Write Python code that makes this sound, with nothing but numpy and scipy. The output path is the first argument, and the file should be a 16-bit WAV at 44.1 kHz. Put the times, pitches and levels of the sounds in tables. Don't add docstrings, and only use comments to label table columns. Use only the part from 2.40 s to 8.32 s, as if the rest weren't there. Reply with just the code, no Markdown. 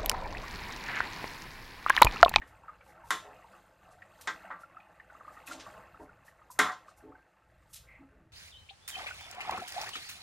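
import sys
import numpy as np
from scipy import signal
from scipy.fft import rfft, irfft, next_fast_len
from scipy.io import wavfile
from scipy.ndimage import uniform_filter1d

SR = 44100
rng = np.random.default_rng(int(sys.argv[2]) if len(sys.argv) > 2 else 0)


def transcribe(u):
    v = np.clip(np.atleast_2d(u).T, -1, 1)
    q = np.round(v * 32767).astype(np.int16)
    wavfile.write(sys.argv[1], SR, q)


N = 261104
T = np.arange(N) / SR


# pitch_hz, relative_db
GLOOP_TONE = [(130, -9), (190, -2), (235, -14.5), (290, -2.5), (380, -6.5), (480, 2.5), (620, 8.5),
              (800, -13), (1200, -24.5)]
BUBBLING_TONE = [(200, -35), (400, -18.5), (620, -6.5), (850, 0.5), (1250, -0.5), (1600, 0.5), (1950, 0.5),
                 (2300, -6), (2700, -2), (3500, -18.5), (7000, -46.5)]
CRACKLE_TONE = [(1800, -12.5), (3200, 2.5), (4500, -0.5), (6000, 0), (8500, 4.5), (10000, -1.5),
                (14000, 2.5)]
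# time_s, bubbling_db, crackle_db
MASHING_EFFORT = [(0.0, -64, -78), (0.53, -62.5, -78.5), (0.69, -59.5, -82), (0.89, -59.5, -75.5),
                  (1.12, -61, -71.5), (1.29, -68, -78.5), (1.52, -65, -77), (1.66, -65.5, -78),
                  (1.88, -57.5, -62.5), (2.08, -54, -74.5), (2.32, -62.5, -82), (2.54, -62, -78.5),
                  (3.1, -59, -70.5), (3.26, -54.5, -68.5), (3.46, -58, -74), (3.64, -60.5, -79.5),
                  (3.94, -69, -81.5), (4.34, -64.5, -78), (4.63, -66, -81.5), (5.13, -73.5, -86.5),
                  (5.39, -74.5, -75.5), (5.54, -64.5, -79.5), (5.79, -70, -87), (5.92, -80, -101)]

def churn(usual_db=-64, gloop_share=0.76):
    times, *levels = np.transpose(MASHING_EFFORT)
    lumps_db = 1.8 * drift(hz=9)
    bubbling_db, crackle_db = [np.interp(T, times, db) + lumps_db for db in levels]
    gloop_db = usual_db + gloop_share * (bubbling_db - usual_db)
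    smear = from_db([[-5], [-5], [-3]]) * rng.standard_normal((3, N))
    large = bubble_cloud(170, 750, per_s=320, cycles=17, spread_db=1) + smear[0]
    small = bubble_cloud(620, 2700, per_s=960, cycles=14, spread_db=3.5) + smear[1]
    films = bubble_cloud(3200, 13000, per_s=2200, cycles=29, spread_db=3.5) + smear[2]
    return (from_db(gloop_db - 5) * shape_tone(large, GLOOP_TONE)
            + from_db(bubbling_db) * shape_tone(inside_pot(small), BUBBLING_TONE)
            + from_db(crackle_db - 0.5) * shape_tone(films, CRACKLE_TONE))


def bubble_cloud(low_hz, high_hz, per_s, cycles, spread_db, count=13):
    cloud = np.zeros(N)
    for hz in np.geomspace(low_hz, high_hz, count):
        openings = clicks(per_s / count, spread_db, N)
        cloud += signal.oaconvolve(openings, bubble(hz, cycles / hz))[:N]
    return unit_level(cloud)


def bubble(hz, fade_s, glide=0.1, opening_s=0.0032, wobble=0.049):
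    t = T[:SR // 8]
    unrest = unit_level(filtered(rng.standard_normal(len(t)), hz / 6, "low"))
    pitch_hz = hz * (1 + glide * np.minimum(t / fade_s, 1) + wobble * unrest)
    phase = 2 * np.pi * np.cumsum(pitch_hz) / SR
    sound = np.sin(phase) * fade(t, fade_s) * (1 - np.exp(-t / opening_s)) ** 2
    return sound / np.abs(sound).max()


# start_s, peak_db, pitch_hz
POPS = [(0.018, -37, 1750), (0.233, -51, 940), (0.280, -40, 1266), (0.290, -38, 1236), (0.408, -53, 2260),
        (0.576, -51.5, 1280), (0.636, -48, 910), (1.04, -51.5, 900), (1.62, -42.5, 1840), (2.07, -49, 840),
        (2.233, -41.5, 1326), (2.367, -40.5, 1298), (2.401, -52.5, 2400), (2.598, -44.5, 1863),
        (2.698, -47.5, 1420), (2.747, -47, 1174), (2.806, -44, 1157), (2.847, -46, 1230),
        (2.877, -39, 1197), (2.967, -44.5, 1180), (2.972, -48, 1800), (3.074, -41, 2540),
        (3.111, -35, 1315), (3.263, -40, 1114), (3.543, -47, 1285), (3.6, -47.5, 870), (3.691, -49.5, 1400),
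        (3.880, -47.5, 1875), (4.015, -52, 1206), (4.099, -44, 963), (4.481, -47, 1226), (4.72, -51, 1240),
        (4.751, -50, 1490)]

def pops(tear_db=-16, stretch_s=0.004, cycles=46):
    out, t = np.zeros(N), T[:SR // 8]
    for start_s, db, hz in POPS:
        tears = clicks(per_s=2500, spread_db=5, size=len(t))
        rasp = unit_level(filtered(tears, [hz / 1.5, hz * 1.5], "band", order=3))
        loudness = swell(t, 2 * stretch_s, rise_share=0.7, fade_s=0.06)
        add(out, start_s - stretch_s, from_db(db + tear_db) * rasp * loudness)
        add(out, start_s, from_db(db) * bubble(hz, cycles / hz))
    return out


# start_s, level_db, low_hz, high_hz, length_s
SQUIRTS = [(0.067, -67.5, 4070, 13000, 0.018), (0.413, -71, 3070, 13000, 0.1),
           (0.624, -65, 2980, 14000, 0.098), (1.503, -69.5, 3600, 10800, 0.025),
           (1.81, -50, 2260, 13400, 0.0035), (2.186, -68, 2960, 12500, 0.038),
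           (2.919, -69, 4000, 14000, .025), (3.06, -49.5, 2200, 14000, 0.022),
           (3.102, -47, 1950, 8500, 0.031), (3.19, -49, 1650, 6600, 0.019),
           (3.572, -72.5, 4000, 12500, 0.073), (3.836, -67.5, 3010, 13500, 0.051),
           (4.101, -53.5, 5000, 14000, 0.021), (4.312, -55, 2860, 7100, 0.017),
           (4.46, -68.5, 2410, 8900, 0.044), (4.559, -69, 5010, 13100, 0.029),
           (5.286, -67, 5880, 14000, 0.043), (5.327, -49, 2890, 14000, 0.019),
           (5.35, -52.5, 2330, 11000, 0.02)]

def squirts():
    out, t = np.zeros(N), T[:SR // 2]
    for start_s, db, low_hz, high_hz, length_s in SQUIRTS:
        bursts = clicks(per_s=5500, spread_db=3.5, size=len(t))
        fizz = unit_level(filtered(bursts, [low_hz, high_hz], "band", order=3))
        add(out, start_s, from_db(db) * fizz * swell(t, length_s, rise_share=0.6, fade_s=0.11))
    return out


# pitch_hz, relative_db
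CLATTER_TONE = [(120, -32), (500, -15), (850, -4.5), (1100, 2.5), (1400, 4), (2050, 1), (2350, -6.5),
                (2750, -14), (3500, -5.5), (4500, -14.5), (7000, -11), (10000, -21), (14000, -28)]
# start_s, level_db, brightness_hz, thud_boost_db, echo_send_db
KNOCKS = [(0.018, -50, 3840, 7, -4), (0.706, -22, 12400, -9.5, -6.5), (1.8734, -24.5, 6400, -6, -20),
          (2.103, -34, 1650, -25, -27), (2.112, -32.5, 1640, -10, -9), (3.075, -47, 12100, 0, 6.5),
          (4.1902, -16.5, 13500, -0.5, -9.5), (4.1953, -19.5, 4030, 2, -3)]

def knocks():
    direct, spill, t = np.zeros(N), np.zeros(N), T[:SR * 2 // 5]
    for start_s, db, brightness_hz, thud_db, echo_db in KNOCKS:
        body = from_db(-7) * pot_ring(t, uneven_db=2, thud_db=thud_db)
        clatter = from_db(-4) * shape_tone(rng.standard_normal(len(t)), CLATTER_TONE) * fade(t, 0.17)
        crack = from_db(-1) * filtered(rng.standard_normal(len(t)), 4500, "high") * fade(t, 0.012)
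        blow = from_db(db) * filtered(body + clatter + crack, [140, brightness_hz], "band", order=3)
        add(direct, start_s, blow)
        add(spill, start_s, blow * from_db(echo_db))
    return direct, spill


def squashes(squash_db=-26, lead_s=0.0041):
    out, t = np.zeros(N), T[:SR // 8]
    for knock_s, db, *_ in KNOCKS:
        bursts = clicks(per_s=3600, spread_db=-3.5, size=len(t))
        pulp = unit_level(filtered(bursts, [550, 2200], "band"))
        loudness = swell(t, lead_s, rise_share=0.94, fade_s=0.069)
        add(out, knock_s - lead_s, from_db(db + squash_db) * pulp * loudness)
    return out


# pitch_hz, relative_db, fade_s
POT_NOTES = [(181.4, -17, .2), (271.4, -14.5, 0.2), (324, -19, 0.39), (421, -14.5, 0.21), (597, -14.5, .08),
             (733, -15, 0.17), (866, -11.5, 0.088), (885, -14.5, .18), (1052.7, -4.5, 0.17),
             (1172, -10.5, 0.23), (1283, -7, .18), (1352, -7.5, 0.27), (1410, -14, .06), (1575, -5, 0.2),
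             (1780, -13, .1), (1860, -10, 0.16), (1917, -6.5, 0.18), (1960, -9.5, 0.25), (2074, -8.5, .16),
             (2175, -14.5, .16), (2960, -22, 0.15), (3388, -19.5, .07), (3670, -28.5, .1), (3630, -28, .13),
             (6200, -24, 0.092), (7270, -21.5, 0.079)]

def pot_ring(t, uneven_db, thud_db=0, thud_below_hz=500):
    hz, db, fade_s = np.transpose(POT_NOTES)[:, :, None]
    db = db + thud_db * (hz < thud_below_hz) + uneven_db * rng.standard_normal(hz.shape)
    strength = from_db(db) * rng.choice([-1, 1], hz.shape)
    return np.sum(strength * np.sin(2 * np.pi * hz * t) * fade(t, fade_s), axis=0)


def inside_pot(sound, ring_db=-8):
    answer = signal.oaconvolve(sound, pot_ring(T[:SR // 2], uneven_db=3))[:N]
    return unit_level(sound) + from_db(ring_db) * unit_level(answer)


# start_s, level_db, low_hz, high_hz, length_s
DRAGS_AND_THUD = [(0.72, -52.5, 148, 500, 0.03), (0.835, -54, 383, 830, 0.077),
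                  (1.415, -63.5, 596, 774, 0.19), (3.075, -51, 200, 770, 0.11),
                  (3.337, -60.5, 397, 1120, 0.036), (3.593, -50.5, 230, 705, 0.039),
                  (4.2, -52.5, 150, 219, 0.063), (4.229, -34, 520, 1680, 0.072),
                  (4.62, -53.5, 222, 480, 0.093), (4.658, -63, 740, 913, 0.1),
                  (4.78, -68, 1514, 1620, 0.044), (5.465, -58.5, 2010, 2720, 0.095),
                  (5.588, -57, 200, 331.3, 0.052), (5.689, -68.5, 170, 520, 0.18)]

def drags_and_thud():
    out, t = np.zeros(N), T[:SR // 2]
    for start_s, db, low_hz, high_hz, length_s in DRAGS_AND_THUD:
        slips = clicks(per_s=3000, spread_db=3.5, size=2 * len(t) - 1)
        body = unit_level(signal.fftconvolve(slips, pot_ring(t, uneven_db=2), "valid"))
        grit = shape_tone(slips[:len(t)], CLATTER_TONE)
        rub = filtered(body + grit, [low_hz, high_hz], "band", order=3)
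        rub /= np.sqrt(uniform_filter1d(rub ** 2, size=SR // 20) + 1e-18)
        add(out, start_s, from_db(db) * rub * swell(t, length_s, rise_share=0.25, fade_s=0.18))
    return out


# pitch_hz, gain_db
KITCHEN_TONE = [(100, 0.5), (700, 1.5), (1500, -11.5), (3000, 3), (6000, -1), (10000, -7), (14000, -0.5)]

def kitchen(sound, build_s=0.011):
    t, echo = T[:SR * 3 // 4], 0
    edges_hz = np.geomspace(80, 18000, 15)
    for low, high in zip(edges_hz, edges_hz[1:]):
        hz = np.sqrt(low * high)
        fade_s = at_pitch([(400, 0.17), (1500, 0.24), (5000, 0.3)], hz)
        noise = filtered(rng.standard_normal(len(t)), [low, high], "band")
        band = unit_level(noise * fade(t, fade_s) * (1 - np.exp(-t / build_s)))
        width_gain = np.sqrt(2 * (high - low) / SR / len(t))
        echo = echo + band * width_gain * from_db(at_pitch(KITCHEN_TONE, hz))
    return signal.oaconvolve(sound, echo)[:N]


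# time_s, level_db
RUMBLE_LEVELS = [(0.0, -60.5), (0.33, -68.5), (0.79, -63), (1.35, -71), (1.45, -67), (2.46, -71),
                 (3.69, -62.5), (4.1, -71.5), (4.25, -58), (4.47, -75), (4.68, -63), (4.9, -80),
                 (5.13, -65), (5.92, -61)]
# pitch_hz, relative_db
RUMBLE_TONE = [(20, -13.5), (35, -8.5), (55, 4.5), (75, -2.5), (110, -1.5), (170, -10.5), (260, -26),
               (600, -61.5)]
HISS_TONE = [(100, 1.5), (600, -1), (1800, 9), (3000, -3.5), (14000, -17.5)]

def background(hiss_db=-76):
    rumble_db = np.interp(T, *np.transpose(RUMBLE_LEVELS)) - 1 + 1.5 * drift(hz=6)
    rumble = from_db(rumble_db) * shape_tone(rng.standard_normal(N), RUMBLE_TONE)
    hiss = from_db(hiss_db) * shape_tone(rng.standard_normal(N), HISS_TONE)
    return rumble + hiss


def soften_faint_treble(sound, threshold_db=-68, slope=0.17, depth_db=4):
    treble = signal.sosfiltfilt(signal.butter(4, 2800, "high", fs=SR, output="sos"), sound)
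    power = uniform_filter1d(np.mean(treble ** 2, axis=0), size=int(0.02 * SR))
    level_db = 10 * np.log10(np.abs(power) + 1e-14)
    gain = from_db(np.clip(slope * (level_db - threshold_db), -depth_db, 0))
    return sound + (gain - 1) * treble


def from_db(db):
    return 10 ** (np.asarray(db) / 20)


def unit_level(sound):
    return sound / np.sqrt(np.mean(sound ** 2) + 1e-20)


def at_pitch(table, hz):
    pitches, values = np.transpose(table)
    return np.interp(np.log(np.maximum(hz, 1)), np.log(pitches), values)


def shape_tone(sound, tone):
    size = next_fast_len(len(sound))
    gains = from_db(at_pitch(tone, np.fft.rfftfreq(size, 1 / SR)))
    return unit_level(irfft(rfft(sound, size) * gains, size)[:len(sound)])


def filtered(sound, hz, keep, order=2):
    return signal.sosfilt(signal.butter(order, hz, keep, fs=SR, output="sos"), sound)


def fade(t, fade_s):
    return np.exp(-np.log(1000) * t / fade_s)


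def swell(t, length_s, rise_share, fade_s):
    return np.minimum(t / (rise_share * length_s), 1) * fade(np.maximum(t - length_s, 0), fade_s)


def clicks(per_s, spread_db, size):
    strength = from_db(spread_db * np.minimum(rng.exponential(1, size), 4))
    return (rng.random(size) < per_s / SR) * strength * rng.choice([-1, 1], size)


def drift(hz):
    count = int(2 * hz * N / SR) + 2
    return np.interp(T * 2 * hz, np.arange(count), rng.standard_normal(1000)[:count])


def add(track, start_s, sound):
    i = max(round(start_s * SR), 0)
    track[i:i + len(sound)] += sound[:N - i]


def scene():
    mash = pops() + squirts() + squashes() + churn() + drags_and_thud()
    blows, spill = knocks()
    spill += from_db(-7) * mash
    middle = mash + blows + kitchen(spill) + background()
    side = from_db(2) * filtered(kitchen(spill), 6500, "high", order=12)
    return np.array([middle + side, middle - side])


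def record(dry):
    top_cut = signal.ellip(10, 0.2, 70, 14600, fs=SR, output="sos")
    return signal.sosfilt(top_cut, soften_faint_treble(dry))


dry = scene()
out = record(dry)
transcribe(out)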